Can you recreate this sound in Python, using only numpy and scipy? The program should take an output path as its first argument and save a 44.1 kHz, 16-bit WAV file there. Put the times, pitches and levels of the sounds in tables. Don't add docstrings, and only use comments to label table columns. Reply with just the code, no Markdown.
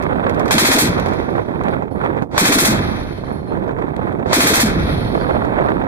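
import sys
import numpy as np
from scipy import signal
from scipy.fft import rfft, irfft
from scipy.io import wavfile

SR = 44100
rng = np.random.default_rng(int(sys.argv[2]) if len(sys.argv) > 2 else 0)


def to_wav(s):
    ch = np.atleast_2d(s).T
    pcm = np.round(np.clip(ch, -1, 1) * 32767)
    wavfile.write(sys.argv[1], SR, pcm.astype(np.int16))


N = 258867
T = np.arange(N) / SR
HZ = np.maximum(np.fft.rfftfreq(N, 1 / SR), 1)


def undb(db):
    return 10 ** (np.asarray(db) / 20)


def unit(x):
    return x / np.sqrt(np.mean(x ** 2))


def over_hz(points):
    hz, value = np.transpose(points)
    return np.interp(np.log(HZ), np.log(hz), value)


def resonance(hz, q):
    return 1 / (1 + 1j * q * (HZ / hz - hz / HZ))


def smooth(x, tau_s):
    pole = np.exp(-1 / (tau_s * SR))
    return signal.lfilter([1 - pole], [1, -pole], x)


def white():
    return rng.standard_normal((2, N))


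def drift(rate_hz):
    return unit(irfft(rfft(rng.standard_normal(N)) / (1 + (HZ / rate_hz) ** 4), N))


def strike(start_s, rise_s, t60_s, hold_s=0):
    age = np.maximum(T - start_s, 0)
    return np.minimum(age / rise_s, 1) * np.exp(-np.log(1000) * np.clip((age - hold_s) / t60_s, 0, 2))


def swell(peak_s, sigma_s):
    return np.exp(-((T - peak_s) / sigma_s) ** 2 / 2)


def power_sum(envelopes):
    return np.sqrt(sum(envelope ** 2 for envelope in envelopes))


def n_wave(start_s, width_s):
    age = np.clip((T - start_s) / width_s - 2, -6, 6)
    return np.sqrt(2 * np.e) * age * np.exp(-age ** 2)


def throb(hz, q, side_gain=0.053):
    bins = N // 32
    band = np.fft.ifft(rfft(white())[:, :bins] * resonance(hz, q)[:bins] ** 2)
    swing = np.real(band / (np.abs(band) + np.std(band) / 2))
    mid, side = irfft(rfft(swing), N)
    return unit(np.array([mid + side_gain * side, mid - side_gain * side]))


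# (frequency [Hz], in-phase weight)
FIELD_LIKENESS = [(60, 0.86), (280, 0.85), (640, -0.19), (1400, -0.36), (3100, -0.64), (15000, -0.41)]
WIND_LIKENESS = [(60, 0.27), (130, 0.31), (300, -0.099), (640, -0.19), (1400, -0.62), (3100, -1.21),
                 (9000, 0.25)]
# (frequency [Hz], quarter-cycle weight)
PORT_LAG = [(100, 0.033), (280, 0.13), (600, 0.6), (1400, 0.55), (3000, 0.014)]


def stereo(noises, response, likeness=FIELD_LIKENESS):
    shared = over_hz(likeness) - 1j * over_hz(PORT_LAG)
    coherence = np.minimum(np.abs(shared), .98)
    mid, side = rfft(noises) * response * np.sqrt([1 + coherence, 1 - coherence])
    left = (mid + side) * np.exp(1j * np.angle(shared))
    return unit(irfft(np.array([left, mid - side]), N))


# (time [s], level [dB])
WIND_LEVEL = [(0, -15.5), (.14, -16), (.39, -15.5), (.9, -17), (1.07, -14.5), (1.22, -18), (1.41, -16.5),
              (1.44, -22.5), (1.51, -18.5), (1.72, -15), (1.9, -23), (2.01, -16), (2.23, -18), (2.25, -28),
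              (2.36, -15.5), (2.9, -18), (3.14, -25), (3.35, -20), (3.45, -24), (3.53, -18), (3.68, -18),
              (3.75, -21.5), (3.79, -18), (3.95, -19), (4.06, -16.5), (4.24, -20.5), (4.26, -16),
              (4.8, -18.5), (5.11, -18.5), (5.14, -17.5), (5.33, -15), (5.53, -16.5), (5.62, -14),
              (5.86, -17)]


def wind_db(usual_db=-16.5):
    return np.interp(T, *np.transpose(WIND_LEVEL)) - usual_db


# (frequency [Hz], level [dB])
BUFFET_SPECTRUM = [(20, -41), (35, -11), (70, -3.5), (150, 0), (380, -1), (600, -9), (900, -13.5),
                   (1500, -36), (4000, -61)]
FLUTTER_SPECTRUM = [(200, -44), (500, 9.5), (850, 6), (1500, 0.5), (2250, -7), (3600, -18.5), (5000, -50),
                    (9000, -42.5), (15000, -75)]


def wind(buffet_db=-16, flutter_db=-21, left_buffet_db=-10.5, left_flutter_db=-6, flutter_slope=2.39):
    eddies = drift(34)
    sputter_db = 3 * eddies + 2.5 * drift(110)
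    thumps = white() * undb(0.96 * eddies + 4.15 * drift(490))
    spits = white() * undb(sputter_db + 3.5 * drift(410))
    buffet = stereo(thumps, undb(over_hz(BUFFET_SPECTRUM)), WIND_LIKENESS)
    flutter = stereo(spits, undb(over_hz(FLUTTER_SPECTRUM)), WIND_LIKENESS)
    buffet *= undb(buffet_db + wind_db()) * undb([[left_buffet_db], [0]])
    flutter *= undb(flutter_db + flutter_slope * wind_db()) * undb([[left_flutter_db], [0]])
    return buffet + flutter


def wind_crackle(db=-27, rate_hz=110, gust_slope=3.4, scatter_db=4, centre_hz=700, left_db=-8):
    spikes = (rng.random(N) < rate_hz / SR) * undb(scatter_db * np.clip(rng.standard_normal(N), -2, 2))
    dull = resonance(centre_hz, .4) ** 3 / (1 + (HZ / 1900) ** 5)
    pops = unit(irfft(rfft(spikes) * dull, N))
    return pops * undb(db + gust_slope * wind_db()) * np.array([[-undb(left_db)], [1]])


# (time [s], level [dB])
SLAPS = [(.294, -13), (0.401, -3), (0.458, -1), (1.083, -11), (1.141, -20), (1.394, -3), (1.732, -14),
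         (1.822, -5.5), (2.037, -4), (2.168, -4.5), (2.223, 0), (3.236, -13.5), (3.521, -10), (3.57, -17),
         (3.636, -14), (3.678, -5.5), (3.709, -6.5), (3.787, -6), (3.816, -9), (3.881, -9), (4.029, -13),
         (4.193, -7), (4.259, -1), (5.152, 5), (5.175, -3), (5.224, -16), (5.295, -3), (5.309, -2),
         (5.448, -1), (5.57, -12), (5.607, 0), (5.661, -6), (5.692, 0), (5.838, -6)]


def wind_slaps(pulse_db=-1, flutter_db=-7, thump_db=-13, left_db=-8):
    pulses = sum(undb(db + pulse_db) * n_wave(s, 0.0004) for s, db in SLAPS)
    flutter_env = sum(undb(db + flutter_db) * strike(s, 0.0019, 0.035) for s, db in SLAPS)
    flutter = flutter_env * stereo(white(), resonance(650, .6) ** 3, WIND_LIKENESS)
    thump_env = sum(undb(db + thump_db) * strike(s, 0.005, 0.092) for s, db in SLAPS)
    thump = thump_env * stereo(white(), resonance(340, 1) ** 2, WIND_LIKENESS)
    return (pulses * np.array([[-1], [1]]) + flutter + thump) * undb([[left_db], [0]])


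# (time [s], level [dB], left minus right [dB], t60 [s])
TICKS = [(0.024, -20, -4, .019), (.035, -27, 0, 0.016), (0.2944, -19, -4, .022), (0.345, -27, -4, 0.021),
         (0.394, -22.5, -4, 0.042), (0.456, -23, -5, 0.037), (0.479, -21, -1, 0.034),
         (0.9972, -13.5, -5, 0.015), (1.058, -25, -7, 0.05), (1.084, -26, 1, .03),
         (1.1345, -23.5, -7, 0.018), (1.636, -26.5, -3, .019), (1.685, -28, 4, 0.021),
         (2.046, -31, -7, .019), (2.222, -24, -3, 0.019), (3.9648, -18, 9, 0.0053), (4.123, -33, -9, 0.013),
         (5.4485, -29, 4, .019)]
# (frequency [Hz], level [dB])
TICK_SPECTRUM = [(500, -5), (2000, 12.5), (7000, -8.5), (15000, -17)]


def ticks(rattle_db=-17):
    envelope = 0
    for s, db, pan_db, t60_s in TICKS:
        shape = strike(s, 0.0012, t60_s) + undb(rattle_db) * strike(s, 0.01, 5 * t60_s)
        envelope += undb(db + np.array([[pan_db], [-pan_db]]) / 2) * shape
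    return envelope * stereo(white(), undb(over_hz(TICK_SPECTRUM)))


# (frequency [Hz], level [dB], t60 [s])
BRASS_MODES = [(2050, 1, 0.048), (3090, 4, 0.058), (3500, -6, .05), (4290, 1, 0.14), (5230, -8, .06),
               (6700, -31, 0.091), (9950, -10.5, 0.13), (10400, -15, .11), (11700, -20, .07),
               (13000, -20, .03)]


def case_ring(pitch, tilt_db_per_oct=0, split=.018):
    t = T[:SR // 4]
    out = 0
    for hz, db, t60_s in BRASS_MODES:
        cluster_hz = hz * pitch * (1 + split * rng.uniform(-1, 1, (3, 1, 1)))
        swing = np.sin(2 * np.pi * (cluster_hz * t + rng.random((3, 2, 1)))).sum(axis=0)
        gain = undb(db + tilt_db_per_oct * np.log2(hz / BRASS_MODES[0][0]))
        out += gain * np.exp(-np.log(1000) * t / t60_s) * swing
    return out


# (peak time [s], level [dB], sigma [s])
JINGLES = [(3.22, -48.5, .16), (5.15, -44, .17)]


def jingle(knock_rate_hz=22, count=7, detune=.012):
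    rings = 0
    for pitch in 1 + detune * np.linspace(-1, 1, count):
        knocks = (rng.random(N) < knock_rate_hz / SR) * rng.uniform(0.29, 1, (2, N))
        rings += signal.oaconvolve(knocks, case_ring(pitch), axes=1)[:, :N]
    return unit(rings) * sum(undb(db) * swell(s, sigma_s) for s, db, sigma_s in JINGLES)


# (landing time [s], level [dB], fade [dB/s])
SPILLS = [(.88, -32.5, 22), (2.78, -26.5, 36), (4.97, -28, 34)]
# (frequency [Hz], level [dB])
GRIT_SPECTRUM = [(1000, 0.5), (3800, 3), (5500, -12), (7500, -48), (9000, -12.5), (10500, -12),
                 (15000, -28)]


def grit(gain_db=-2, stir_db=-46.5, gust_slope=2.9, settle_db_per_s2=8):
    envelopes = [undb(stir_db + gust_slope * wind_db())]
    for (start_s, *_), (landing_s, db, fade) in zip(BURSTS, SPILLS):
        age = np.maximum(T - landing_s, 0)
        envelopes.append((T > start_s) * undb(db - fade * age - settle_db_per_s2 * age ** 2))
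    scuffing = undb(1.8 * drift(45) + 1.2 * drift(600)) * white()
    return undb(gain_db) * power_sum(envelopes) * stereo(scuffing, undb(over_hz(GRIT_SPECTRUM)))


# (time [s], level [dB], pitch [ratio], tilt [dB/octave])
CLINKS = [(1.908, -57, 1, 9), (3.083, -61, 0.9, 0), (3.169, -58, 0.82, 0), (3.24, -58, 0.93, 5),
          (3.32, -52, 1, 9), (3.469, -52, 0.96, 3), (4.97, -47, 1.01, -8), (5.06, -49, 0.95, -10),
          (5.197, -45.5, 1.08, 1), (5.279, -51, 0.96, 4)]


def clinks(chatter_s=0.037, scuff_db=-1):
    out, size = np.zeros((2, N)), SR // 5
    for s, db, pitch, tilt in CLINKS:
        chatter = rng.standard_normal((1, size)) * np.exp(-T[:size] / chatter_s)
        clink = signal.fftconvolve(chatter, case_ring(pitch, tilt))
        start = int(s * SR)
        out[:, start:start + clink.shape[1]] += undb(db) * clink / np.std(clink[:, :size // 4])
    scuff_env = sum(undb(db + scuff_db) * strike(s, .003, 0.22) for s, db, *_ in CLINKS)
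    return out + scuff_env * stereo(white(), undb(over_hz(GRIT_SPECTRUM)))


# (first return [s], level [dB], centre [Hz], fade [dB/return], rumble [dB])
ROLLS = [(.885, -15, 144, 11.5, -41), (2.755, -15, 141, 9, -32), (4.775, -16.5, 160, 2, -27)]


def rolls(gain_db=-2, gap_s=0.13, sigma_s=0.055, pitch_step=0.677, fire_hz=14.7):
    out = 0
    for s, db, hz, fade_db, _ in ROLLS:
        for k in range(3):
            envelope = undb(db + gain_db - fade_db * k) * swell(s + k * gap_s, sigma_s)
            out += envelope * throb(hz * pitch_step ** k, q=0.82)
    return out * (1 + 0.64 * np.sin(2 * np.pi * fire_hz * T))


def rumble(delay_s=0.13, rise_s=0.052, t60_s=5.5, centre_hz=75):
    gains = np.repeat([undb(db) for *_, db in ROLLS], len(ROUNDS) // len(ROLLS))
    tails = (gain * strike(s + delay_s, rise_s, t60_s) for (s, *_), gain in zip(ROUNDS, gains))
    return power_sum(tails) * stereo(white(), resonance(centre_hz, 0.53) ** 2)


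# (frequency [Hz], level [dB])
SCATTER_SPECTRUM = [(30, -22), (100, -7), (300, -34), (700, 5.5), (1500, 6), (2300, 3), (4000, -10.5),
                    (6000, -14.5), (15000, -71)]


def land_scatter(db=-22, rise_s=0.21, t60_s=1.565):
    envelope = undb(db) * power_sum(strike(s, rise_s, t60_s) for s, *_ in ROUNDS)
    patchy = undb(1.2 * drift(50) + 1.8 * drift(420)) * white()
    return envelope * stereo(patchy, undb(over_hz(SCATTER_SPECTRUM)))


def reflections(x, spread_s=0.018, count=12, gain=.11):
    lags_s = rng.uniform(0.092, 1, count) * spread_s
    copies = sum(np.exp(-2j * np.pi * HZ * lag) for lag in lags_s)
    return irfft(rfft(x) * (1 + gain * copies * HZ / (HZ + 2000)), N)


def booms(gain_db=-0.5, delay_s=0.033, rise_s=.008, t60_s=0.18, hold_s=0.0048):
    out = sum(undb(db + gain_db) * strike(s + delay_s, rise_s, t60_s, hold_s) * throb(hz, q=1.23)
              for s, *_, db, hz in ROUNDS)
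    return out * undb(.6 * drift(40))


# (time [s], slam [dB], hiss just before it [dB])
BURSTS = [(0.5083, -6, -30), (2.3795, 6, -19), (4.3305, 6, -16)]


def shocks(front_db=2, width_s=0.00029, ground_lag_s=0.00188, ground_db=-1):
    fronts = bark_env = 0
    for s, db, _ in BURSTS:
        bounce = undb(ground_db) * n_wave(s + ground_lag_s, width_s)
        fronts += undb(db + front_db) * (n_wave(s, width_s) + bounce)
        bark_env += undb(db) * strike(s, 0.0002, .052)
    return fronts + bark_env * stereo(white(), resonance(970, 0.22) ** 2)


def hiss_envelope(length_s=.068, tau_s=.026):
    return sum(undb(db) * np.exp(-np.abs(T - s) / tau_s) * (T < s) * (T > s - length_s)
               for s, _, db in BURSTS)


# (time [s], roar [dB], crack [dB], boom [dB], boom pitch [Hz])
ROUNDS = [(0.5072, -2, -9.5, -5.5, 212), (0.579, 5.5, 0, -4.5, 245), (0.649, 1, -5, -7, 272),
          (0.712, 3.5, -3.5, -2.5, 277), (0.782, -0.5, -0.5, -6, 240), (2.3773, 7, 2, -1, 254),
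          (2.451, 2.5, -3.5, -3, 272), (2.519, 0.5, -3, -3.5, 258), (2.582, -1.5, -1.5, -8.5, 272),
          (2.647, -.5, -3, -4, 204), (4.331, 8, 3.5, 2.5, 300), (4.401, 4.5, -2, -4, 252),
          (4.466, 1.5, -2.5, -3.5, 252), (4.534, 0, -5, -13, 222), (4.596, -4, -7, -4.5, 215)]
# (frequency [Hz], level [dB])
BLAST_SPECTRUM = [(30, -7), (100, 5), (300, -1.5), (700, 9.5), (1300, 8), (2200, 10), (3500, 8), (5500, 4),
                  (9000, 3.5), (12500, 0.5), (15500, -5)]


def blasts(split_hz=5200):
    roar = power_sum(undb(db) * strike(s, 0.0065, t60_s=0.29, hold_s=0.0047) for s, db, *_ in ROUNDS)
    crack = power_sum(undb(db) * strike(s, .01, t60_s=.16, hold_s=.022) for s, _, db, *_ in ROUNDS)
    turbulence_db = -0.4 * drift(130) + 0.3 * drift(1400) + 2 * drift(2260)
    noise = stereo(white() * undb(turbulence_db), undb(over_hz(BLAST_SPECTRUM)))
    body = irfft(rfft(noise) / (1 + (HZ / split_hz) ** 3), N)
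    treble = noise - body
    return (roar + hiss_envelope()) * body + crack * treble


def scene():
    gun = reflections(blasts()) + shocks() + booms()
    land = land_scatter() + rolls() + rumble()
    air = wind() + wind_slaps() + wind_crackle()
    brass = jingle() + grit() + clinks()
    return gun + land + air + brass + ticks()


def limiter(x, threshold_db=-11.5, window_s=.003, lead_s=.0015, slew_s=.0016):
    power = np.interp(T + lead_s, T, smooth(np.mean(x ** 2, axis=0), window_s))
    gain = (1 + (power / undb(threshold_db) ** 2) ** 2) ** (-1 / 4)
    return x * (1 - smooth(1 - gain, slew_s))


# (centre [Hz], width [Hz])
TREBLE_NOTCHES = [(2880, 650), (5000, 150)]


def record(dry):
    for hz, width_hz in TREBLE_NOTCHES:
        dry = signal.lfilter(*signal.iirnotch(hz, hz / width_hz, fs=SR), dry)
    rounded = .88 * np.tanh(limiter(dry) / .88)
    return signal.sosfilt(signal.ellip(10, .2, 80, 15500, fs=SR, output="sos"), rounded)


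dry = scene()
out = record(dry)
to_wav(out)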